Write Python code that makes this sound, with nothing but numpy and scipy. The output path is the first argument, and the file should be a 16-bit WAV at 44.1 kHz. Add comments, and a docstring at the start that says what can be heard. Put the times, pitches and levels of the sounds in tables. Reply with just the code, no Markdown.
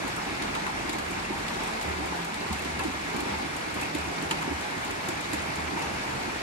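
"""Steady rain washes over a corrugated metal roof, heard from an upper floor above farmland.
Countless drops merge into a hiss, nearer ones patter on the sheets, and an engine drones far away.
Heavy drips from the eaves thud on the panels, clang along the ribs and set the whole roof booming.
Close drops tick on the wet metal or tink on one bright spot; a single fat one lands with a ping."""
import sys
import numpy as np
from scipy import signal
from scipy.fft import rfft, irfft, next_fast_len
from scipy.io import wavfile
from scipy.ndimage import uniform_filter1d

SR = 44100
rng = np.random.default_rng(int(sys.argv[2]) if len(sys.argv) > 2 else 0)


def int16_out(signal):
    """Quantize to a 16-bit WAV file."""
    q = np.round(np.clip(np.atleast_2d(signal).T, -1, 1) * 32767)
    wavfile.write(sys.argv[1], SR, q.astype(np.int16))


N = 283122

# Tone curves. Each row: frequency in Hz, relative level in dB.
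WASH_EQ = [(25, -31), (45, -8.5), (110, -5), (300, -4), (410, -3.5), (540, -6), (850, -3), (1200, -7),
           (2220, -7), (3200, -15), (5400, -19), (8800, -26.5), (11800, -31.5), (14500, -84)]  # merged rain on roof and fields
TICK_EQ = [(2000, -15), (4000, -23), (7000, 5), (9000, 1), (11500, -2), (15000, -17)]  # the sizzle of a bursting drop
BODY_EQ = [(500, -19), (1000, -10), (1800, 0.5), (2500, -4), (3100, -6), (4000, -5.5), (5000, -8.5),
           (8000, -26.5)]  # the sheet's answer underneath it
# How hard the rain falls. Each row: time in seconds, gain in dB.
RAIN_RIDE = [(0, -0.6), (.55, 0), (1.15, -1), (1.55, 0.5), (2.4, -1.26), (3.3, -0.44), (3.65, -0.5),
             (4.4, 0), (4.75, -0.5), (5.8, -0.1), (6.42, -0.2)]
# The roof's resonances. Each row: pitch in Hz, relative level in dB, seconds to die away by 60 dB.
PANEL_MODES = [(122.2, -26, 0.023), (160, -7, 0.047), (205.9, -5, 0.1), (248, -5, 0.026),
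               (285.5, -2.5, 0.1), (314.7, 0, 0.065), (370.4, -1, 0.059), (406, -5, 0.058)]  # a panel between two ribs
RIB_MODES = [(694, -7.5, 0.1), (784, -2.5, 0.23), (845, -5, 0.13), (904, -3, 0.22), (975, -5.5, 0.14),
             (1040, -6, 0.12), (1130, -1, 0.081), (1252, -1.5, 0.089), (1386, -2.5, 0.076),
             (1536, -4, 0.069), (1674, 0, 0.06)]  # the stiff ribs
SHEET_MODES = [(1697, 5.5, 0.068), (1937, 0.5, 0.12), (2134, 3.5, 0.16), (2270, 3.5, 0.078),
               (2406, 0, 0.11), (2760, -6, 0.021), (3540, -20, 0.075)]  # the bright bare sheet
SPAN_MODES = [(75, 7, 0.51), (82.7, 0.5, 0.24), (68, -3, 0.27), (97, -15, 0.2)]  # the whole roof
TINK_MODES = [(2630, -5, 0.057), (2380, -4, 0.026)]  # one bright spot
PING_MODES = [(324, -9, 0.06), (484, -1, .04), (910, -1, 0.1), (1237, -4, 0.052), (1480, -10, .03),
              (2400, 4, 0.042), (2640, 3, 0.031), (2900, 1, .025), (3110, 5, 0.021), (3940, -8, 0.018),
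              (6800, -8, .022), (7500, -9, .018)]  # a stiff spot close by
# The far engine. Each row: time in seconds, firing rate in Hz, then the levels of
# exhaust orders 1, 4 and 5 in dB before the trim.
ENGINE_RIDE = [(0, 42.3, -53, -56, -55), (.22, 42.4, -55, -46, -51), (.45, 42.7, -50, -57, -47),
               (.75, 43.2, -51, -52, -51), (1.25, 44.4, -50, -48, -46), (1.6, 44.9, -50, -48, -48),
               (1.8, 44.4, -53, -53, -48), (1.95, 43.4, -57, -53, -50), (2.15, 43.1, -62, -38.5, -52),
               (2.35, 42.4, -60, -49, -51), (2.55, 41.8, -60, -57, -56), (2.95, 41.3, -59, -53, -55),
               (3.12, 41.3, -58, -46, -52), (3.3, 41.2, -56, -54, -43), (3.5, 41, -58, -56, -52),
               (3.95, 40, -64, -48, -56), (4.28, 39.4, -68, -43, -49), (4.6, 39.2, -65, -55, -55),
               (5.1, 39, -65, -56, -56), (5.55, 38.9, -65, -50, -53), (6.42, 39, -66, -58, -60)]
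# The heaviest drips. Each row: start in seconds, thud in dB, thud centre in Hz, trailing droplet
# in dB against the thud, boom in dB before its trim, clang in dB, clang centre in Hz.
HEAVY_DRIPS = [(0.045, -39, 320, -19, -55, -55, 900), (0.175, -41, 300, -1, -54, -36.5, 1400),
               (0.41, -38.5, 230, 0, -53, -50, 900), (0.548, -55, 300, -10, -59, -33.5, 1050),
               (0.61, -41, 205, -6, -56, -47, 900), (0.662, -48, 300, -10, -57, -34.5, 1100),
               (0.85, -31.5, 318, -1, -45.5, -44, 900), (0.912, -39, 298, -7, -49, -40, 800),
               (0.953, -37, 290, -16, -57, -59, 900), (1.103, -34.5, 330, -20, -45, -43, 900),
               (1.302, -37, 290, -8, -46.5, -39, 860), (1.495, -49, 297, -8, -55, -39, 900),
               (1.565, -39, 290, -2, -54, -44, 900), (1.84, -37, 250, -3, -38, -43, 850),
               (1.999, -38.5, 260, 3, -43.5, -41, 850), (2.11, -36, 330, -10, -52, -39, 850),
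               (2.497, -31.5, 243, -9, -35, -39, 796), (2.654, -40, 220, -10, -42.5, -58, 900),
               (2.791, -46, 320, -1, -43, -33, 1160), (2.846, -29, 328, -4, -41.5, -43, 750),
               (3.075, -37.5, 330, -8, -55, -52, 900), (3.145, -33, 270, -8, -51, -56, 900),
               (3.177, -35.5, 350, -10, -57, -39, 850), (3.222, -34, 360, -3, -55, -43, 850),
               (3.283, -38.5, 295, -15, -54, -57, 900), (3.32, -41, 205, 1, -43.5, -39.5, 880),
               (3.375, -50, 300, -12, -50, -39.5, 860), (3.7, -41, 300, -5, -43, -54, 900),
               (3.947, -30.5, 330, -15, -41, -45, 850), (4.313, -35, 320, -19, -60, -37, 1300),
               (4.415, -45, 300, -10, -60, -36, 1290), (4.476, -29.5, 310, -3.5, -40, -47, 800),
               (5.083, -32.5, 312, -10, -63, -57, 900), (5.331, -31, 312, -18, -40.5, -39, 750),
               (5.572, -36, 216, -18, -39, -41, 800), (5.727, -35, 252, -3, -49, -45, 850),
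               (5.758, -42, 300, -4, -45, -34.5, 950), (5.805, -38, 320, -8, -57, -43, 700),
               (6.275, -37, 300, -12, -59, -50, 900)]
# The closest ticks. Each row: start in seconds, level in dB, body in dB against that level
# (both before their trims), body centre in Hz.
CLOSE_TICKS = [(0.1619, -31.5, -1, 4200), (0.4207, -30.5, 3.5, 3000), (0.549, -33, 7.5, 3400),
               (0.664, -35.5, 8.5, 2000), (0.892, -30.5, 6.5, 3700), (0.928, -29.5, -3, 2800),
               (0.984, -31, 3, 3800), (1.4803, -34, 9.5, 3600), (1.672, -34, -2, 4000),
               (1.81, -32.5, 4.5, 3400), (1.8237, -30.5, -2, 4800), (2.057, -35, -3, 3000),
               (2.1574, -37, -4, 3000), (2.2465, -32, -6, 4500), (2.341, -33, 3, 2600),
               (2.526, -28, 1, 4000), (2.5916, -34, -2, 2600), (2.619, -34, -2, 2700),
               (2.647, -35, 6, 3600), (2.7906, -30.5, 4, 2200), (2.834, -32, -2, 2800),
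               (3.163, -33, -3, 4000), (3.203, -31, -2, 1900), (3.741, -31, -12, 4500),
               (3.8108, -28.5, -2, 4400), (3.829, -37, 1, 2700), (3.947, -29, 3, 3700),
               (4.309, -25.5, 3, 2820), (4.422, -34, 3, 1700), (4.908, -33.5, 1, 2600),
               (5.085, -26.5, -1, 3600), (5.2075, -32, -1, 3500), (5.3304, -25.5, -1.5, 2800),
               (5.789, -35, 0, 2700)]
# Drops on the bright spot. Each row: start in seconds, level in dB.
TINK_CUES = [(0.496, -38), (1.247, -37.5), (2.591, -40), (2.798, -37.5), (3.827, -38), (4.905, -38),
             (5.328, -41.5)]
# The fat drop: start in seconds, then ring, crack and chirp levels in dB.
PING_CUE = (4.3098, -25.7, -33, -28.5)
# Its bending wave: first and last pitch in Hz, then glide and decay times in seconds.
PING_CHIRP = (11000, 6600, 0.00146, 0.0064)
# The image at the two microphone ports. Each row: frequency in Hz, then the value named alongside.
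PORT_LIKENESS = [(60, .97), (130, .95), (300, .9), (400, .78), (500, .3), (900, .1), (1400, .22),
                 (2000, .47), (2800, .25), (4000, .1), (15000, .25)]  # correlation from 0 to 1
PORT_LEAD = [(60, -.25), (130, -.35), (220, -.7), (300, -1.1), (400, -1.4), (600, -3.6), (1400, -2.7),
             (1900, -2.4), (2400, -1.1), (3000, 1.8), (6000, 2)]  # left's phase lead in radians
PORT_BALANCE = [(60, 1.5), (130, -2), (300, -2.5), (540, -2.5), (760, 0.5), (1200, 0.5), (2100, -2),
                (3000, -0.5), (4200, 4.5), (5200, 6.5), (7000, 3), (9600, -5), (11500, 0)]  # left minus right in dB

# Lighter drips and fainter ticks fall at random, scattered around these base levels.
DRIPS_PER_S, DRIP_SPREAD_DB = 3, 5.5
LIGHT_THUD_DB, LIGHT_BOOM_DB, LIGHT_CLANG_DB = -41, -52.5, -57
LIGHT_THUD_HZ, LIGHT_CLANG_HZ = 297, 900
TICKS_PER_S, TICK_SPREAD_DB = 2.2, 2
FAINT_TICK_DB, FAINT_BODY_DB, FAINT_BODY_HZ = -33, -4, 3000
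TRAIL_S, LIGHT_TRAIL_DB = .035, -9.5  # a droplet trails each drip and thuds the panel again


def amp(db):
    """Decibels to gain."""
    return 10 ** (np.asarray(db) / 20)


def unit_rms(x):
    """Scales to an rms of one."""
    return x / np.sqrt(np.mean(x ** 2) + 1e-20)


def curve_at(curve, hz):
    """Reads a curve on a log-frequency axis."""
    knots_hz, value = np.transpose(curve)
    return np.interp(np.log(hz + 1), np.log(knots_hz + 1), value)


def add(mix, s, sound):
    """Lays a stereo sound into the mix at s seconds."""
    part = mix[:, max(round(s * SR), 0):][:, :sound.shape[1]]
    part += sound[:, :part.shape[1]]


def eq(x, curve):
    """Applies a tone curve, keeping the power of white noise."""
    size = next_fast_len(x.shape[-1])
    gain = unit_rms(amp(curve_at(curve, np.fft.rfftfreq(size, 1 / SR))))
    return irfft(rfft(x, size) * gain, size)[..., :x.shape[-1]]


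def hump(centre_hz, octave_loss_db=4):
    """A broad bell-shaped tone curve around one pitch."""
    hz = np.geomspace(200, 16000, 30)
    return np.column_stack([hz, -octave_loss_db * np.log2(hz / centre_hz) ** 2])


def drift(points):
    """A slow wander: straight lines through evenly spaced random points."""
    return np.interp(np.arange(N), np.linspace(0, N, points), rng.standard_normal(points))


def swell(gust_db=-0.13):
    """The rain thickens and thins a little, with small chance gusts on top."""
    s, db = np.transpose(RAIN_RIDE)
    return amp(np.interp(np.arange(N) / SR, s, db) + gust_db * drift(30))


def wash(level_db=-32.5, patch_db=1.0, flicker_db=.5):
    """Far drops merge into a hiss whose colour drifts in small patches."""
    frames, hz = N // 256 + 5, np.fft.rfftfreq(1024, 1 / SR)
    real, imag = rng.standard_normal((2, 2, len(hz), frames))
    patches = uniform_filter1d(rng.standard_normal((len(hz), frames)), size=14, axis=0)
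    patches = unit_rms(uniform_filter1d(patches, size=12, axis=1))
    flicker = unit_rms(uniform_filter1d(rng.standard_normal(frames), size=16))
    gain = amp(curve_at(WASH_EQ, hz)[:, None] + patch_db * patches + flicker_db * flicker)
    hiss = signal.istft((real + 1j * imag) * gain, nperseg=1024, noverlap=768)[1][:, :N]
    return amp(level_db) * unit_rms(hiss)


def ring(modes, detune, rise_s, samples, weakest=0.19, lag_s=0, dispersion=4):
    """One blow on metal: each spot weights and detunes the modes anew; the lowest comes lag_s late."""
    hz, db, t60 = np.transpose(modes)[:, :, None]
    t = np.arange(samples) / SR
    age = np.maximum(t - lag_s * (hz.min() / hz) ** dispersion, 0)  # low bending waves travel slower
    hz = hz * (1 + detune * rng.standard_normal(hz.shape))
    weight = amp(db) * rng.uniform(weakest, 1, hz.shape)
    phase = 2 * np.pi * rng.random((2, len(modes), 1))
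    envelope = weight * (1 - np.exp(-age / rise_s)) * np.exp(-np.log(1000) * age / t60)
    sound = (envelope * np.sin(2 * np.pi * hz * age + phase)).sum(1)
    loud_part = t < .3 * t60.mean()
    return sound / sound[:, loud_part].std(1, keepdims=True)


def splash(decay_s, tail_db, tail_s, tint_db=3.5, rise_s=0.0015, samples=3000):
    """A drop bursts: a brief crackle tinted by the spot it hits, then a weak scatter from the ribs."""
    t = np.arange(samples) / SR
    envelope = (1 - np.exp(-t / rise_s)) * (np.exp(-t / decay_s) + amp(tail_db) * np.exp(-t / tail_s))
    bands_hz = np.geomspace(1000, 16000, 16)
    tint = np.column_stack([bands_hz, tint_db * rng.standard_normal(len(bands_hz))])
    return envelope * eq(rng.standard_normal((2, samples)), tint)


def shower(hits, per_s, spread_db, size_cap):
    """Drops of random size land at random moments, each playing one of the given hits."""
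    chance, size, spot = rng.random(N), rng.exponential(1, N), rng.integers(0, len(hits), N)
    out = np.zeros((2, N))
    for i in np.flatnonzero(chance < per_s / SR):
        add(out, i / SR, amp(spread_db * min(size[i], size_cap)) * hits[spot[i]])
    return unit_rms(out)


def patter(panel_db=-46, rib_db=-43.5, sheet_db=-45, body_db=-45, spatter_db=-53):
    """Nearer raindrops ring panels, ribs and bare sheet, and spatter on the wet metal."""
    hits = [ring(PANEL_MODES, detune=0.064, rise_s=0.0032, samples=7000) for _ in range(14)]
    panels = amp(panel_db) * shower(hits, per_s=80, spread_db=2.0, size_cap=0.73)
    hits = [ring(RIB_MODES, detune=0.0391, rise_s=0.00078, samples=6000) for _ in range(20)]
    ribs = amp(rib_db) * shower(hits, per_s=220, spread_db=2.5, size_cap=0.87)
    hits = [ring(SHEET_MODES, detune=0.0297, rise_s=0.0027, samples=3500) for _ in range(24)]
    sheet = amp(sheet_db) * shower(hits, per_s=70, spread_db=3.5, size_cap=2.2)
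    hits = [splash(decay_s=0.0067, tail_db=-7, tail_s=0.0084, samples=2200) for _ in range(40)]
    body = amp(body_db) * eq(shower(hits, per_s=320, spread_db=6.0, size_cap=1.9), BODY_EQ)
    spatter = amp(spatter_db) * eq(shower(hits, per_s=750, spread_db=5.7, size_cap=2.0), TICK_EQ)
    return panels + ribs + sheet + body + spatter


def engine(waver=0.01255, flutter=0.35, trim_db=-1):
    """Only a few low exhaust orders carry across the fields; moving air breaks each one up."""
    s, firing_hz, *levels = np.transpose(ENGINE_RIDE)
    t = np.arange(N) / SR
    cycles = np.cumsum(np.interp(t, s, firing_hz) * (1 + waver * drift(60))) / SR
    drone = np.zeros(N)
    for order, db in zip((1, 4, 5), levels):
        air = 1 + flutter * (drift(110) + 1j * drift(110))  # wobbles both level and phase
        tone = np.exp(2j * np.pi * (order * cycles + rng.random()))
        drone += amp(trim_db + np.interp(t, s, db)) * unit_rms((air * tone).real)
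    return drone


def strays(per_s, spread_db, count=80):
    """Drops at random moments. Each row: start in seconds, level offset in dB."""
    chance, size = rng.random(count), rng.uniform(-0.71, 1, count)
    times = np.cumsum(-np.log(1 - chance)) / per_s
    return [(s, db) for s, db in zip(times, spread_db * size) if s < N / SR]


def struck(modes, centre_hz, octave_loss_db):
    """Where a drip lands decides which modes it stirs most: those near centre_hz."""
    return [(hz, db - octave_loss_db * np.log2(hz / centre_hz) ** 2, t60) for hz, db, t60 in modes]


def drips(boom_trim_db=-3):
    """Each drip thuds a panel, sends a falling clang along the ribs and slowly swings the whole span."""
    out = np.zeros((2, N))
    light = [(s, LIGHT_THUD_DB + db, LIGHT_THUD_HZ, LIGHT_TRAIL_DB,
              LIGHT_BOOM_DB + db, LIGHT_CLANG_DB + db, LIGHT_CLANG_HZ)
             for s, db in strays(DRIPS_PER_S, DRIP_SPREAD_DB)]
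    for s, thud_db, thud_hz, trail_db, boom_db, clang_db, clang_hz in HEAVY_DRIPS + light:
        panel = struck(PANEL_MODES, thud_hz, octave_loss_db=21)
        ribs = struck(RIB_MODES, clang_hz, octave_loss_db=15)
        thud = ring(panel, detune=0.029, rise_s=0.0021, samples=7000, weakest=0.4, lag_s=.055)
        droplet = ring(panel, detune=0.043, rise_s=0.0049, samples=7000)
        boom = ring(SPAN_MODES, detune=0.019, rise_s=0.047, samples=14000)
        clang = ring(ribs, detune=0.02, rise_s=0.0043, samples=8000, weakest=.65, lag_s=.035)
        add(out, s, amp(thud_db) * thud)
        add(out, s + TRAIL_S, amp(thud_db + trail_db) * droplet)
        add(out, s, amp(boom_db + boom_trim_db) * boom)
        add(out, s, amp(clang_db) * clang)
    return out


def ticks(top_trim_db=-4, body_trim_db=-6.5, body_lag_s=0.000997):
    """Close drops: the top end leads the body, as bending waves in the sheet run faster at high pitch."""
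    top, body = np.zeros((2, 2, N))
    faint = [(s, FAINT_TICK_DB + db, FAINT_BODY_DB, FAINT_BODY_HZ)
             for s, db in strays(TICKS_PER_S, TICK_SPREAD_DB)]
    for s, db, body_db, centre_hz in CLOSE_TICKS + faint:
        add(top, s, amp(db) * splash(decay_s=0.0042, tail_db=-12.5, tail_s=0.03, tint_db=0.5))
        tap = splash(decay_s=0.003, tail_db=-10.5, tail_s=0.026, tint_db=0)
        add(body, s + body_lag_s, amp(db + body_db) * eq(tap, hump(centre_hz)))
    return amp(top_trim_db) * eq(top, TICK_EQ) + amp(body_trim_db) * eq(body, BODY_EQ)


def tinks():
    """Drops keep finding one bright spot, which answers with nearly the same short note."""
    out = np.zeros((2, N))
    for s, db in TINK_CUES:
        add(out, s, amp(db) * ring(TINK_MODES, detune=0.0076, rise_s=0.001, samples=5000, weakest=.8))
    return out


def ping(crack_s=0.0025, crack_hz=2900, echo_s=.005, echo_db=-7.5, samples=5000):
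    """A fat drop hits a stiff spot: a falling chirp, then crack and ring echo off the nearest rib."""
    out = np.zeros((2, N))
    s, ring_db, crack_db, chirp_db = PING_CUE
    first_hz, last_hz, glide_s, decay_s = PING_CHIRP
    t = np.arange(samples) / SR
    cycles = np.cumsum(last_hz + (first_hz - last_hz) * np.exp(-t / glide_s)) / SR
    chirp = np.exp(-t / decay_s) * np.sin(2 * np.pi * (cycles + rng.random((2, 1))))
    add(out, s, amp(chirp_db) * chirp)
    for delay_s, db in ((0, 0), (echo_s, echo_db)):
        crack = np.exp(-t / crack_s) * eq(rng.standard_normal((2, samples)), hump(crack_hz))
        metal = ring(PING_MODES, detune=0.008, rise_s=0.00036, samples=samples, weakest=0.79)
        add(out, s + delay_s, amp(db + crack_db) * crack)
        add(out, s + delay_s, amp(db + ring_db) * metal)
    return out


def mic_ports(pair):
    """Two close ports hear the bass alike and the treble apart; the roof lies to one side."""
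    size = next_fast_len(N)
    left, other = rfft(pair, size)
    hz = np.fft.rfftfreq(size, 1 / SR)
    likeness = np.clip(curve_at(PORT_LIKENESS, hz), 0, 1)
    right = likeness * left + np.sqrt(1 - likeness ** 2) * other
    right *= np.exp(-1j * curve_at(PORT_LEAD, hz))
    pan_db = curve_at(PORT_BALANCE, hz) / 2
    panned = np.array([left * amp(pan_db), right * amp(-pan_db)])
    pan_power = np.cosh(pan_db * np.log(10) / 10)
    return irfft(panned / np.sqrt(pan_power), size)[:, :N]


def scene():
    """A bed of rain, single drops on top, and the engine behind it in the centre."""
    bed = swell() * (wash() + patter())
    return mic_ports(bed + drips() + ticks() + tinks() + ping()) + engine()


def record(dry, low_cut_hz=40, high_cut_hz=15800):
    """The microphone's steep low cut, then the band limit."""
    low_cut = signal.butter(N=6, Wn=low_cut_hz, btype="high", fs=SR, output="sos")
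    high_cut = signal.firwin(511, high_cut_hz, window=("kaiser", 9), fs=SR)
    return signal.oaconvolve(signal.sosfilt(low_cut, dry), high_cut[None], "same")


dry = scene()
out = record(dry)
int16_out(out)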